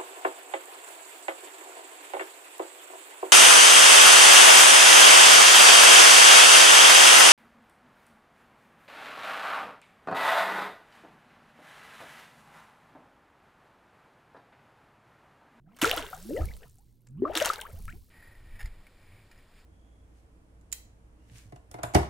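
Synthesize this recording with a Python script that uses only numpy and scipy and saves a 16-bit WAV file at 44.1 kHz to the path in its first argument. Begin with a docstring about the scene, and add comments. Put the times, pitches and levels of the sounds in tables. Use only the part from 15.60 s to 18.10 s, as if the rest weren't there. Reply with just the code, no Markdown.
"""Close by in a small room, soapy water rocks in a plastic basin.
A flat object drops in with a splash, then the foam closes over it with a rising gulp and a deep heave.
A hand pushes it under: trapped air whoops, the water splashes again and bubbles plop.
The foam, fizzing throughout as its films snap, dies down while the water rocks on."""
import sys
import numpy as np
from scipy import signal
from scipy.fft import rfft, irfft, next_fast_len
from scipy.io import wavfile

SR = 44100
rng = np.random.default_rng(int(sys.argv[2]) if len(sys.argv) > 2 else 0)


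def store_wav(level_fs):
    """Save 16-bit WAV to argv[1]."""
    pcm = np.round(np.clip(np.atleast_2d(level_fs), -1, 1) * 32767)
    wavfile.write(sys.argv[1], SR, pcm.T.astype(np.int16))


N = 110250


def amp(db):
    """Decibels to gain."""
    return 10 ** (np.asarray(db) / 20)


def unit(x):
    """Scale to rms 1."""
    return x / np.sqrt(np.mean(x ** 2) + 1e-20)


def along(points, hz):
    """Read a curve of (f/Hz, value) points on a log frequency axis."""
    f, values = np.transpose(points)
    return np.interp(np.log(hz + 1), np.log(f + 1), values)


def fader(points):
    """Gain per sample from (t/s, level/dB) points."""
    s, db = np.transpose(points)
    return amp(np.interp(np.arange(N) / SR, s, db))


def decay(t, t60):
    """An envelope that falls 60 dB in t60 seconds."""
    return amp(-60 * t / t60)


def add(track, s, sound):
    """Mix a sound into a track at s seconds."""
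    part = track[max(0, round(s * SR)):][:len(sound)]
    part += sound[:len(part)]


def filtered(x, response):
    """Equalise x with a gain given as a function of frequency."""
    size = next_fast_len(N + SR // 2)
    return irfft(rfft(x, size) * response(np.fft.rfftfreq(size, 1 / SR)), size)[..., :N]


def impulse(spectrum, size=2048):
    """A minimum-phase click of energy 1 with this spectrum."""
    cepstrum = irfft(np.log(amp(along(spectrum, np.fft.rfftfreq(size, 1 / SR)))))
    cepstrum[1:size // 2] *= 2
    cepstrum[size // 2 + 1:] = 0
    click = irfft(np.exp(rfft(cepstrum)))
    return click / np.linalg.norm(click)


def noise(spectrum):
    """Coloured noise of rms 1."""
    return unit(filtered(rng.standard_normal(N), lambda hz: amp(along(spectrum, hz))))


def crackle(spectrum, per_s, spread_db):
    """Random tiny clicks of uneven size, rms 1."""
    sizes = amp(spread_db * np.minimum(rng.exponential(size=N), 3)) * rng.choice([-1, 1], N)
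    triggers = rng.random(N) < per_s / SR
    return unit(signal.fftconvolve(sizes * triggers, impulse(spectrum))[:N])


def bubble(hz, t60, octaves, burst_octaves=1.15, attack_cycles=.58, flutter_db=4, flutter_cycles=4.2):
    """A damped ring with a slight random flutter in loudness, as of reflections beating."""
    t = np.arange(int(t60 * SR) + 2) / SR
    cycles = t * hz
    climb = octaves * (t / t60) ** 1.3  # the pitch climbs as a bubble nears the surface
    ring = np.sin(2 * np.pi * np.cumsum(hz * 2 ** climb) / SR)
    attack = 1 - np.exp(-cycles / attack_cycles)
    cutoff = np.exp(-(climb / burst_octaves) ** 4)  # bursting ends the ring
    knots = np.append(0, rng.standard_normal(48))
    flutter = amp(flutter_db * np.interp(cycles / flutter_cycles, np.arange(len(knots)), knots))
    return ring * attack * decay(t, t60) * cutoff * flutter


def swarm(low_hz, high_hz, cycles, octaves, spread_db, count, rarity=1):
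    """Many small bubbles at random times, rms 1; the higher the rarity, the fewer are loud."""
    out = np.zeros(N)
    for when, pitch, size, life in rng.random((count, 4)):
        hz = low_hz * (high_hz / low_hz) ** pitch
        t60 = cycles * (.5 + life) / hz
        add(out, when * N / SR, amp(spread_db * size ** rarity) * bubble(hz, t60, octaves))
    return unit(out)


def rocking(attack_s=.01, settle_s=.046):
    """The low end: the mass of water rumbles in the basin and heaves with a falling pitch."""
    # swell of the rocking water: t/s, level/dB
    swell = [(0, -62), (.18, -78), (.24, -45), (.7, -54.5), (.85, -32.5), (1.0, -57), (1.25, -61),
             (1.58, -74.5), (1.7, -48.5), (2.05, -56), (2.18, -39.5), (2.35, -44), (2.5, -63.5)]
    # colour of its rumble: f/Hz, level/dB
    rumble_eq = [(15, 4.5), (32, 1), (60, 1.5), (120, -12), (220, -18.5), (450, -47), (1000, -70),
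                 (4000, -95.5)]
    # deep heaves: t/s, starting f/Hz, settled f/Hz, level/dB, t60/s
    heaves = [(0.221, 169, 61.6, -33.5, 0.2), (0.799, 85.3, 51.2, -18.5, 0.26),
              (1.048, 151.8, 101.9, -51.5, 0.53), (1.619, 122.2, 35.9, -33.5, 0.077),
              (2.127, 104, 61.7, -35, 0.29), (2.224, 42, 30.3, -30, 0.34)]
    out, t = fader(swell) * noise(rumble_eq), np.arange(SR) / SR
    attack = 1 - np.exp(-t / attack_s)
    for s, start_hz, settled_hz, db, t60 in heaves:
        hz = settled_hz + (start_hz - settled_hz) * np.exp(-t / settle_s)
        tone = np.sin(2 * np.pi * np.cumsum(hz) / SR)
        add(out, s, amp(db) * tone * attack * decay(t, t60))
    return out


def gulps(waver=.45, echo_db=-8, echo_s=.026):
    """A shrinking hollow of air sings upward, rougher as it narrows; the walls return it twice."""
    # air squeezed out of a closing hollow, one glide per gulp: t/s, f/Hz, level/dB
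    glides = [
        [(0, 118.7, -65), (.08, 171.6, -59.5), (.14, 239, -68), (.2, 281, -65.5)],
        [(.52, 127.6, -62.5), (.64, 191.3, -55), (.69, 231, -40.5), (.73, 322, -33.5), (.76, 473, -35.5),
         (.78, 583, -31.5), (.8, 773, -41), (.825, 824, -70)],
        [(1.25, 116, -72), (1.29, 122, -61), (1.46, 118.6, -60), (1.52, 128.3, -44), (1.565, 149.6, -46.5),
         (1.605, 228.6, -38.5), (1.62, 256, -41.5)],
    ]
    roughness_eq = [(60, 0), (160, 1), (500, -63.5)]  # f/Hz, level/dB
    out = np.zeros(N)
    for glide in glides:
        s, hz, db = np.transpose(glide)
        t = np.arange(s[0], s[-1], 1 / SR)
        pitch = np.interp(t, s, hz)
        narrowness = pitch / pitch.max()
        shake = 1 + waver * narrowness * noise(roughness_eq)[:len(t)]
        envelope = amp(np.interp(t, s, db)) * signal.windows.tukey(len(t), .05)
        tone = np.sqrt(2) * np.sin(2 * np.pi * np.cumsum(pitch) / SR) * shake * envelope
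        for bounce in range(3):
            add(out, s[0] + bounce * echo_s, tone * (amp(echo_db) * narrowness) ** bounce)
    return out


def plops():
    """The larger bubbles ring out one by one."""
    # single bubbles: t/s, f/Hz, level/dB, t60/s, glide over that t60/octaves
    bubbles = [(.074, 704, -61.5, 0.099, 4), (.2276, 272.7, -13.5, 0.058, 2.7),
               (.2449, 1438, -11.5, 0.025, -0.5), (.257, 430, -25.5, 0.24, 2), (.331, 639, -28.5, .14, 4.5),
               (.372, 333, -34.5, 0.14, -2.1), (.531, 1262, -30, .021, 1.1), (.529, 746, -33.5, 0.081, 0.1),
               (.556, 637, -49, .14, 3.5), (.649, 329.6, -48, .3, 2.5), (.692, 454, -35, 0.12, 0),
               (.706, 545, -30.5, 0.074, 0.5), (.7655, 2020, -37, .08, -.9), (.785, 300, -35, .2, 1.6),
               (.8865, 2260, -45, .04, 0), (.913, 2040, -45, .025, 0), (1.185, 740, -64, .12, 2),
               (1.621, 342.4, -15.5, 0.11, 3.5), (1.62, 259.3, -30.5, 0.52, 5),
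               (1.645, 527, -26, 0.18, 2.9), (1.652, 1143, -25.5, 0.068, 1),
               (1.673, 1206, -36.5, 0.028, 4.5), (1.698, 555, -26, 0.068, 2.5),
               (1.76, 322.6, -29.5, 0.16, -0.2), (1.8172, 586, -17, 0.052, 0.9),
               (1.8163, 1315, -17.5, 0.0099, 2.5), (1.9007, 1314, -16, 0.015, -0.4),
               (1.992, 1544, -36.5, 0.043, 0.2), (2.027, 791, -41.5, 0.13, 4),
               (2.052, 1060, -39, 0.11, 7.5), (2.168, 604, -56, 0.13, 5.5), (2.28, 1274, -37, 0.1, 2.5),
               (2.282, 1600, -47, 0.14, 12.5), (2.334, 683, -55, 0.081, 1.5), (2.332, 310, -47, 0.13, 2.3)]
    out = np.zeros(N)
    for s, hz, db, t60, octaves in bubbles:
        add(out, s, amp(db) * bubble(hz, t60, octaves))
    return out


def slosh(wash_db=-7):
    """Water slides round the object and the hand, a soft wash full of small bubbles."""
    # swell of the sloshing: t/s, level/dB
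    swell = [(0, -111), (.09, -70), (.15, -67.5), (.45, -59), (.62, -81), (.72, -63), (.81, -47),
             (.87, -61), (.93, -58), (.98, -75.5), (1.03, -57.5), (1.1, -81), (1.4, -90.5), (1.57, -77.5),
             (1.61, -70), (1.68, -47), (2.02, -53), (2.12, -60.5), (2.34, -75), (2.45, -81.5)]
    # colour of the wash: f/Hz, level/dB
    wash_eq = [(170, -25), (380, -6.5), (700, 2.5), (1200, -7), (2300, -10.5), (3500, -17.5), (6000, -29.5),
               (16000, -53)]
    bubbles = swarm(low_hz=382.2, high_hz=3090, cycles=48, octaves=1, spread_db=16, count=700)
    return fader(swell) * (amp(wash_db) * noise(wash_eq) + bubbles)


def foam():
    """Stirred foam fizzes as its finest films snap; larger bubbles pop singly, a few of them sharply."""
    # swell of the fizz: t/s, level/dB
    fizz_swell = [(0, -112), (.16, -75.5), (.3, -88), (.44, -57), (.58, -56.5), (.8, -55), (1.0, -64.5),
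                  (1.16, -74), (1.4, -82.5), (1.6, -88), (1.7, -69.5), (1.92, -60), (2.04, -67),
                  (2.2, -61.5), (2.5, -73)]
    # colour of a snapping film: f/Hz, level/dB
    fizz_eq = [(150, 1.5), (500, -12.5), (1200, -26), (2500, -3.5), (4500, 3.5), (8000, -0.5), (12000, 0.5),
               (16000, 0)]
    # swell of the larger pops: t/s, level/dB
    pop_swell = [(.1, -96), (.5, -59.5), (1.62, -85), (1.95, -59), (2.5, -71)]
    snaps = crackle(fizz_eq, per_s=3500, spread_db=4)
    pops = swarm(low_hz=7000, high_hz=16000, cycles=11, octaves=.1, spread_db=22, count=1000, rarity=5)
    return fader(fizz_swell) * snaps + fader(pop_swell) * pops


def splashes(attack_s=.00081, spray_life=.63, wash_db=-7, bubbles_db=-3.5, mist_db=-1, droplets_db=-4):
    """Each blow churns air into the water and throws up a bright spray that dies sooner."""
    # blows on the water: t/s, churn level/dB, spray level/dB, churn t60/s
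    blows = [(0.165, -52.5, -53, 0.093), (0.187, -47, -52, 0.24), (0.214, -25, -28, 0.71),
             (0.37, -32.5, -37, 0.32), (1.469, -67, -49.5, 0.029), (1.734, -40.5, -50.5, 0.28),
             (1.751, -27.5, -31, 0.4), (1.772, -29, -25.5, 0.094), (1.804, -28, -38.5, 0.32),
             (1.847, -29.5, -29, 0.37), (1.858, -22.5, -62, 0.071), (1.934, -47, -36, 0.077)]
    # colour of the churning water: f/Hz, level/dB
    churn_eq = [(60, -43.5), (200, -25), (310, -11.5), (450, -12), (750, 2), (1050, -1.5), (1500, 5.5),
                (2300, -4.5), (3600, -3), (5500, -32), (16000, -34.5)]
    # colour of the fine spray: f/Hz, level/dB
    spray_eq = [(200, -28), (900, -0.5), (2000, 5), (4000, -3.5), (6000, 1.5), (9000, -2.5), (13000, -8.5),
                (16000, -15.5)]
    churn_power, spray_power, t = np.zeros(N), np.zeros(N), np.arange(SR) / SR
    attack = 1 - np.exp(-t / attack_s)
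    for s, churn_db, spray_db, t60 in blows:
        add(churn_power, s, (amp(churn_db) * attack * decay(t, t60)) ** 2)
        add(spray_power, s, (amp(spray_db) * attack * decay(t, t60 * spray_life)) ** 2)
    bubbles = swarm(low_hz=380, high_hz=4500, cycles=30, octaves=.8, spread_db=32, count=1700)
    droplets = swarm(low_hz=2370, high_hz=14400, cycles=66, octaves=.33, spread_db=40, count=2500)
    churn = amp(wash_db) * noise(churn_eq) + amp(bubbles_db) * bubbles
    spray = amp(mist_db) * crackle(spray_eq, per_s=3000, spread_db=8) + amp(droplets_db) * droplets
    return np.sqrt(churn_power) * churn + np.sqrt(spray_power) * spray


def ticks(trim_db=-2, click_gain=.3, click_s=.0011):
    """A droplet strikes or a film bursts: a click, and a tiny cavity rings for a few cycles."""
    # sharp droplet ticks and foam pops: t/s, f/Hz, level before trim/dB
    hits = [(.2165, 3010, -16), (.2364, 2420, -14), (.242, 8870, -18), (.2778, 3800, -21),
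            (.296, 4500, -21), (.3137, 2900, -9), (.3418, 10250, -24), (.3648, 13260, -19),
            (.3782, 3270, -21), (.425, 2930, -27), (.4658, 3360, -31), (.5482, 6980, -36),
            (.7352, 2760, -43), (.8562, 10330, -29), (.9374, 4050, -38), (.9673, 10160, -36),
            (1.034, 2840, -45), (1.7536, 3530, -16), (1.7739, 3450, -13), (1.8016, 2930, -14),
            (1.8247, 6030, -17), (1.8587, 6720, -11), (1.8918, 4000, -21), (1.9348, 4740, -22),
            (1.9591, 3880, -28), (2.0034, 3530, -34), (2.0129, 8530, -23), (2.0163, 3100, -24),
            (2.2547, 11110, -34), (2.2804, 2320, -39), (2.3258, 2320, -41)]
    out, t = np.zeros(N), np.arange(SR // 50) / SR
    for s, hz, db in hits:
        cycles = t * hz
        ring = np.sin(2 * np.pi * cycles) * cycles * np.exp(1 - cycles)
        click = click_gain * rng.standard_normal(len(t)) * np.exp(-t / click_s)
        add(out, s, amp(db + trim_db) * (ring + click))
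    return out


def room(x, early_t60=.01, early_db=-16.5, tail_db=-13):
    """Quick reflections from basin and table, then a faint tail, different at each ear."""
    # reverb time of the small room: f/Hz, t60/s
    reverb_times = [(100, 0.4), (500, 0.12), (3000, 0.21), (15000, 0.03)]
    hz, t, bands = signal.stft(rng.standard_normal((2, SR // 2)), SR, nperseg=256)
    tail = signal.istft(bands * decay(t, along(reverb_times, hz)[:, None]), SR, nperseg=256)[1]
    tail /= np.linalg.norm(tail[0])
    length = tail.shape[1]
    early = rng.standard_normal(length) * decay(np.arange(length) / SR, early_t60)
    early /= np.linalg.norm(early)
    response = amp(tail_db) * tail + amp(early_db) * np.array([early, -early])
    return signal.fftconvolve(x[None], response, axes=1)[:, :N]


def scene(room_tone_db=-70):
    """The object lands in the centre; the later sounds sit slightly left, over quiet room tone."""
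    # leftward lean of the water: f/Hz, left minus right level/dB
    balance = [(40, 3), (150, 0), (350, 1.5), (900, 4), (2500, 3.5), (6000, 0.3)]
    # pan from the centre to that lean: t/s, share
    pan = [(0.399, 0.13), (.7, 0.98)]
    # colour of the room tone: f/Hz, level/dB
    room_eq = [(20, 1), (100, 0), (300, -2), (800, -29), (3000, -40.5), (16000, -40)]
    water = rocking() + gulps() + plops() + slosh() + foam() + splashes() + ticks()
    leaning = filtered(water, lambda hz: amp(np.outer([.5, -.5], along(balance, hz))))
    share = np.interp(np.arange(N) / SR, *np.transpose(pan))
    direct = (1 - share) * water + share * leaning
    room_tone = noise(room_eq) + .5 * np.array([noise(room_eq), noise(room_eq)])
    return direct + room(water) + amp(room_tone_db) * room_tone


def record(dry):
    """A steep high cut takes off the very top."""
    cutoff_hz, slope_width_hz = 16100, 200
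    return filtered(dry, lambda hz: np.clip((cutoff_hz - hz) / slope_width_hz + .5, 0, 1))


dry = scene()
out = record(dry)
store_wav(out)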